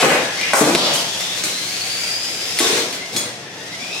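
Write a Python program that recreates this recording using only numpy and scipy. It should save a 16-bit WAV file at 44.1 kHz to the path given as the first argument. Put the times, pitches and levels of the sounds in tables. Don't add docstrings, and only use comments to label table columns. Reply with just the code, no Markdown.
import sys
import numpy as np
from scipy import signal
from scipy.fft import rfft, irfft
from scipy.io import wavfile
from scipy.ndimage import uniform_filter1d

SR = 44100
rng = np.random.default_rng(int(sys.argv[2]) if len(sys.argv) > 2 else 0)


def unload_audio(sound):
    columns = np.transpose(np.atleast_2d(sound))
    steps = np.round(np.clip(columns, -1, 1) * 32767)
    wavfile.write(sys.argv[1], SR, steps.astype(np.int16))


N = 176400

# time_s, mesh_hz, whine_db, rattle_db
SPINNER_COURSE = [(0, 2220, -42, -28), (0.281, 1598, -34, -27), (.43, 2405, -31.5, -24.5),
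                  (0.541, 2530, -53, -23.5), (.7, 2426, -24, -21), (1.0, 3145, -28, -25),
                  (1.251, 3473, -29, -24.5), (1.501, 4037, -29, -25), (1.72, 4410, -26, -24.5),
                  (2.169, 4890, -22, -26), (2.57, 5160, -28, -25), (2.6, 2060, -56, -16.5),
                  (2.96, 2000, -43, -30.5), (3.04, 2153, -31, -35.5), (3.09, 2100, -54, -30.5),
                  (3.48, 1745, -43, -39.5), (3.55, 1750, -35.5, -36), (3.68, 1942, -40, -32.5),
                  (3.819, 2352, -33.5, -31.5), (4, 2733, -31, -29)]
# mesh_multiple, slow_db, fast_db
WHINE_PARTIALS = [(0.499, -26, -14), (1, 3.5, 1), (1.47, -3, -12), (2, -2, -13.5)]
# frequency_hz, gain_db
RATTLE_FAST = [(150, -17.5), (400, -18), (750, -9), (1100, -11), (1600, -6), (2300, -1.5), (3600, -1.5),
               (5500, -1.5), (7600, -5.5), (8700, -8.5), (10000, -9.5), (12000, -14), (16000, -21.5)]
RATTLE_SLOW = [(150, -15), (600, -2.5), (1100, -4.5), (2000, -8), (3400, -1), (4400, -3), (5500, 0),
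               (7500, -8), (10000, -13), (16000, -27.5)]
TEETH, FULL_SPEED_HZ = 44, 4160
MESH_JITTER, SLOW_JITTER, FLUTTER_DB, STUTTER_DB = 0.0261, 0.0122, 4, 4.5


def spinner():
    times, *columns = np.array(SPINNER_COURSE).T
    mesh_hz, whine_db, rattle_db = (np.interp(clock(), times, column) for column in columns)
    fast = np.clip(mesh_hz / FULL_SPEED_HZ, 0, 1) ** 3
    slow = 1 - fast
    jitter = (MESH_JITTER + SLOW_JITTER * slow) * wander(454) + .005 * wander(25.22)
    phase = 2 * np.pi * np.cumsum(mesh_hz * (1 + jitter)) / SR
    whine = sum(undb(slow * slow_db + fast * fast_db + FLUTTER_DB * wander(190)) * np.sin(k * phase)
                for k, slow_db, fast_db in WHINE_PARTIALS)
    whine = unit(whine * undb(STUTTER_DB * slow * wander(41)))
    throb = 1 + 0.29 * np.sin(phase / TEETH)
    teeth = unit(clicks(per_s=2600, spread_db=1) * throb * undb(1.8 * wander(106)))
    rattle = fast * colour(teeth, RATTLE_FAST) + slow * colour(teeth, RATTLE_SLOW)
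    return undb(whine_db) * whine + undb(rattle_db) * rattle


# start_s, floor_db, chassis_db, shell_db, edge_db, chatter_decay_s
BLOWS = [(0.027, -15, -13, -35, -38, 0.0063), (0.047, -9.5, -10, -16, -20, 0.022),
         (0.103, -28, -12.5, -34, -27, 0.016), (0.22, -46, -27, -24, -40, 0.035),
         (.534, -33, -10, -43, -24, 0.012), (0.556, -42, -17, -42, -18, 0.023),
         (0.61, -9.5, -28, -42, -33, 0.0068), (.641, -28, -21, -24, -41, 0.0072),
         (0.675, -13.5, -22, -44, -34, 0.019), (0.937, -35, -41, -27, -18.5, 0.024),
         (1.207, -59, -56, -29, -29, 0.018), (1.438, -32.5, -30, -21.5, -20, .02),
         (2.292, -38, -52, -34, -42, 0.014), (2.424, -34, -46, -42, -42, 0.021),
         (2.603, -16.5, -20, -19.5, -18, 0.01), (2.727, -29.5, -29.5, -32, -37, 0.0096),
         (2.763, -32, -36, -29, -32, 0.017), (2.927, -39.5, -39, -25.5, -34.5, 0.024),
         (3.147, -27, -32, -30, -42, 0.011), (3.165, -44, -43, -25.5, -22, 0.0079)]
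CONTACT_S, CHATTER_DB, CHATTER_PER_S, BLOW_GAIN_DB = 0.0011, -0.5, 700, -10


def blows(part):
    force, age = np.zeros(N), clock()[:SR // 4]
    for start, *levels_db, decay in BLOWS:
        contact = unit(rng.standard_normal(len(age)) * np.exp(-age / CONTACT_S))
        bounces = (rng.random(len(age)) < CHATTER_PER_S / SR) * rng.standard_normal(len(age))
        chatter = undb(CHATTER_DB) * unit(bounces * np.exp(-age / decay))
        first = int(start * SR)
        force[first:first + len(age)] += undb(levels_db[part] + BLOW_GAIN_DB) * unit(contact + chatter)
    return force


# start_s, length_s, floor_db, chassis_db, shell_db, edge_db
GRINDS = [(0, 0.011, -40, -17.5, -15, -20.5), (0.03, 0.096, -35, -21, -22.5, -27),
          (0.543, 0.05, -51, -17.5, -35, -19), (0.604, 0.18, -24, -18.5, -21, -23),
          (0.764, 0.13, -29.5, -23.5, -28, -35), (.93, 0.092, -49, -30.5, -34.5, -34.5),
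          (2.604, 0.17, -39, -30.5, -21.5, -27.5), (3.125, 0.035, -43, -39, -30.5, -31),
          (3.187, 0.059, -37.5, -36, -31.5, -49)]


def grinding(part):
    return sum(stick_slip(start, length, levels_db[part], per_s=1200)
               for start, length, *levels_db in GRINDS)


# frequency_hz, gain_db
FLOOR = [(30, -20), (75, -30), (110, -18), (160, -2), (230, 0.5), (320, 2.5), (430, 0), (600, -2),
         (1200, -34), (5000, -74)]
CHASSIS = [(80, -26.5), (200, -17.5), (350, -10), (520, 2), (700, 2.5), (1000, -1), (1500, -3),
           (2200, -7.5), (4000, -26.5), (12000, -54)]
SHELL = [(200, -44), (900, -23), (1500, -4.5), (2200, 1.5), (3000, -2.5), (4200, 3), (5500, -7.5),
         (8000, -6), (16000, -27)]
EDGE = [(500, -68), (3000, -21), (5500, 5.5), (7500, 6), (10000, 3.5), (13000, -2.5), (16000, -14)]


def collisions():
    return sum(colour(blows(part) + grinding(part), body)
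               for part, body in enumerate((FLOOR, CHASSIS, SHELL, EDGE)))


# start_s, thud_db, chassis_db, shell_db, snap_db, decay_s
STRIKES = [(.412, -45, -23, -17.5, -37, 0.0043), (.534, -40, -11.5, -34, -16, 0.01),
           (0.7496, -1, -16, -2.5, -22, 0.002), (0.7549, -11, -8, -7, -28, 0.0036),
           (2.5883, -42, -28, -6.5, -8.5, 0.0014), (2.594, -45, -35, -18.5, -11.5, .005),
           (3.1627, -38, -32, -16.5, -21, 0.0025)]
# frequency_hz, gain_db
SNAP = [(500, -20), (3000, 9), (7500, 9), (11000, 11), (15000, -6)]
THUD_HZ, THUD_DECAY_S = 345, 0.003


def strikes():
    forces, age = np.zeros((4, N)), clock()[:SR // 16]
    thud = np.sin(2 * np.pi * THUD_HZ * age) * np.exp(-age / THUD_DECAY_S)
    for start, *levels_db, decay in STRIKES:
        bursts = rng.standard_normal((3, len(age))) * np.exp(-age / decay)
        first = int(start * SR)
        forces[:, first:first + len(age)] += undb(levels_db)[:, None] * np.vstack([thud, bursts])
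    thuds, *drives = forces
    return thuds + sum(colour(drive, body) for drive, body in zip(drives, (CHASSIS, SHELL, SNAP)))


# start_s, length_s, level_db, pitch_hz, relative_width
RASPS = [(0, 0.13, -16.5, 2240, 0.52), (0.403, 0.079, -23, 2250, 0.45), (0.544, 0.043, -21.5, 7540, 0.44),
         (0.747, 0.1, -16.5, 3950, 0.51), (0.827, 0.1, -25.5, 3930, 0.39), (2.607, 0.14, -26, 402, 0.27)]


def rasps():
    rasp = np.zeros(N)
    for start, length, db, hz, width in RASPS:
        band = signal.butter(2, hz * np.exp([-width / 2, width / 2]), "bandpass", fs=SR, output="sos")
        resonance = signal.sosfilt(band, signal.unit_impulse(2048))
        rasp += convolve(stick_slip(start, length, db, per_s=1700), resonance)
    return rasp


# pitch_hz, level_db, t60_s
CARDBOARD_MODES = [(149.4, -3.5, 0.98), (236, 0, 0.15), (263, 5, 0.44), (300, 15, 0.33), (410, 3, 0.1)]
DRUM_START_S, DRUM_LENGTH_S, DRUM_PER_S = .611, 0.11, 75.3
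DRUM_DB, DRUM_FADE_DB_PER_S, DRUM_SCATTER_DB = -22, 86, 0.5


def drumming():
    ages = np.arange(0, DRUM_LENGTH_S, 1 / DRUM_PER_S)
    levels_db = DRUM_DB - DRUM_FADE_DB_PER_S * ages + DRUM_SCATTER_DB * rng.standard_normal(len(ages))
    return convolve(impulses(zip(DRUM_START_S + ages, levels_db)), ring(CARDBOARD_MODES))


# start_s, level_db
CLINKS = [(3.164, -19.5)]
# pitch_hz, level_db, t60_s
METAL_MODES = [(3350, -1, .18), (4970, -9, .3), (6700, 1.5, 0.2), (8540, 3, 0.2), (10550, -10, .25)]


def clink():
    return convolve(impulses(CLINKS), ring(METAL_MODES, wobble=0.0119))


# pitch_hz, level_db
HUM_TONES = [(110, -51.5), (177.6, -49.5), (726.7, -53.5)]


def hum():
    tones = np.zeros(N)
    for hz, db in HUM_TONES:
        amplitude = np.sqrt(2) * undb(db + 2.2 * wander(10))
        pitch_hz = hz * (1 + 0.00953 * wander(15.6))
        tones += amplitude * np.sin(2 * np.pi * np.cumsum(pitch_hz) / SR)
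    return tones


# frequency_hz, gain_db
DRONE_SPECTRUM = [(25, -2), (70, -38), (105, 1), (170, -2), (300, -0.5), (500, -2.5), (750, -3.5),
                  (1000, -13), (2000, -5), (6000, -18.5), (16000, -80)]


def drone(level_db=-36.5):
    return undb(level_db) * colour(rng.standard_normal(N), DRONE_SPECTRUM)


ROOM_T60_S, TREBLE_T60_S, ROOM_ONSET_S, COHERENT_BELOW_HZ = 0.57, 0.34, 0.001, 1180
ROOM_DB, CLOSE_SEND_DB, LEFT_LOUDER_DB, RIGHT_LAG_S = 6, -9, 2, 27e-6


def echoes():
    t = clock()[:SR // 2]
    mid, side = rfft(rng.standard_normal((2, len(t))))
    hz = np.fft.rfftfreq(len(t), 1 / SR) + 1
    width = 1 / np.sqrt(1 + (COHERENT_BELOW_HZ / hz) ** 3.5) + 0.1
    noise = irfft(np.array([mid + width * side, mid - width * side]) / np.sqrt(1 + width ** 2))
    lows = signal.sosfilt(signal.butter(1, 4000, fs=SR, output="sos"), noise)
    tails = lows * undb(-60 * t / ROOM_T60_S) + (noise - lows) * undb(-60 * t / TREBLE_T60_S)
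    return tails * (1 - np.exp(-t / ROOM_ONSET_S))


def room(diffuse, close):
    path_shares = np.array([wander(36.3) for _ in range(8)])
    path_shares /= np.linalg.norm(path_shares, axis=0)
    total_gain = np.hypot(1, undb(ROOM_DB))
    sent = diffuse + undb(CLOSE_SEND_DB) * close
    wet = sum(np.array([convolve(sent * share, tail) for tail in echoes()]) for share in path_shares)
    delays = [np.sinc(np.arange(-8, 9) + side * RIGHT_LAG_S * SR) for side in (.5, -.5)]
    direct = np.array([convolve(diffuse + total_gain * close, delay) for delay in delays])
    balance = undb(np.array([[.5], [-.5]]) * LEFT_LOUDER_DB)
    return balance * (direct + undb(ROOM_DB) * wet) / total_gain


def stick_slip(start, length, db, per_s, release_s=.03):
    age = clock() - start
    envelope = (age > 0) * np.exp(-np.maximum(age - length, 0) / release_s)
    return undb(db) * envelope * clicks(per_s, spread_db=3)


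def ring(modes, wobble=0):
    t, response = clock()[:SR], np.zeros(SR)
    for hz, db, t60 in modes:
        warped_time = np.cumsum(1 + wobble * wander(163)[:SR]) / SR
        response += undb(db - 60 * t / t60) * np.sin(2 * np.pi * hz * warped_time)
    return response


def impulses(rows):
    force = np.zeros(N)
    for start, db in rows:
        force[int(start * SR)] = undb(db) * np.sqrt(.03 * SR)
    return force


def clicks(per_s, spread_db):
    signs = (rng.random(N) < per_s / SR) * np.sign(rng.standard_normal(N))
    return unit(signs * undb(spread_db * rng.standard_normal(N)))


def wander(per_s):
    span = int(SR / per_s)
    return unit(uniform_filter1d(uniform_filter1d(rng.standard_normal(N), span), span))


def colour(x, points, size=4096):
    hz, db = np.array(points).T
    curve_db = np.interp(np.log(np.fft.rfftfreq(size, 1 / SR) + 1), np.log(hz), db)
    cepstrum = irfft(np.log(undb(curve_db)))
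    return convolve(x, irfft(np.exp(rfft(2 * cepstrum[:size // 2], size))))


def convolve(x, response):
    return signal.fftconvolve(x, response / np.linalg.norm(response))[:N]


def undb(db):
    return 10 ** (np.asarray(db) / 20)


def unit(x):
    return x / np.sqrt(np.mean(x ** 2) + 1e-18)


def clock():
    return np.arange(N) / SR


def scene():
    diffuse = spinner() + collisions() + clink() + rasps() + drone()
    return room(diffuse, close=strikes() + drumming()) + hum()


LOW_CUT_HZ, HIGH_CUT_HZ = 98, 16100
LIMIT_DB, LIMIT_ATTACK_S, LIMIT_RELEASE_S = -2.5, 0.0099, 0.2


def record(dry):
    dry = signal.sosfilt(signal.butter(2, LOW_CUT_HZ, "highpass", fs=SR, output="sos"), dry)
    fall = clock() / LIMIT_RELEASE_S
    log_level = np.log(np.abs(dry).max(axis=0) + 1e-9)
    peak = np.exp(np.maximum.accumulate(log_level + fall) - fall)
    reduction = 1 - np.minimum(1, undb(LIMIT_DB) / peak)
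    slew = np.exp(-1 / (LIMIT_ATTACK_S * SR))
    gain = 1 - signal.lfilter([1 - slew], [1, -slew], reduction)
    high_cut = signal.ellip(8, .2, 70, HIGH_CUT_HZ, fs=SR, output="sos")
    return signal.sosfilt(high_cut, np.clip(dry * gain, -1, 1))


dry = scene()
out = record(dry)
unload_audio(out)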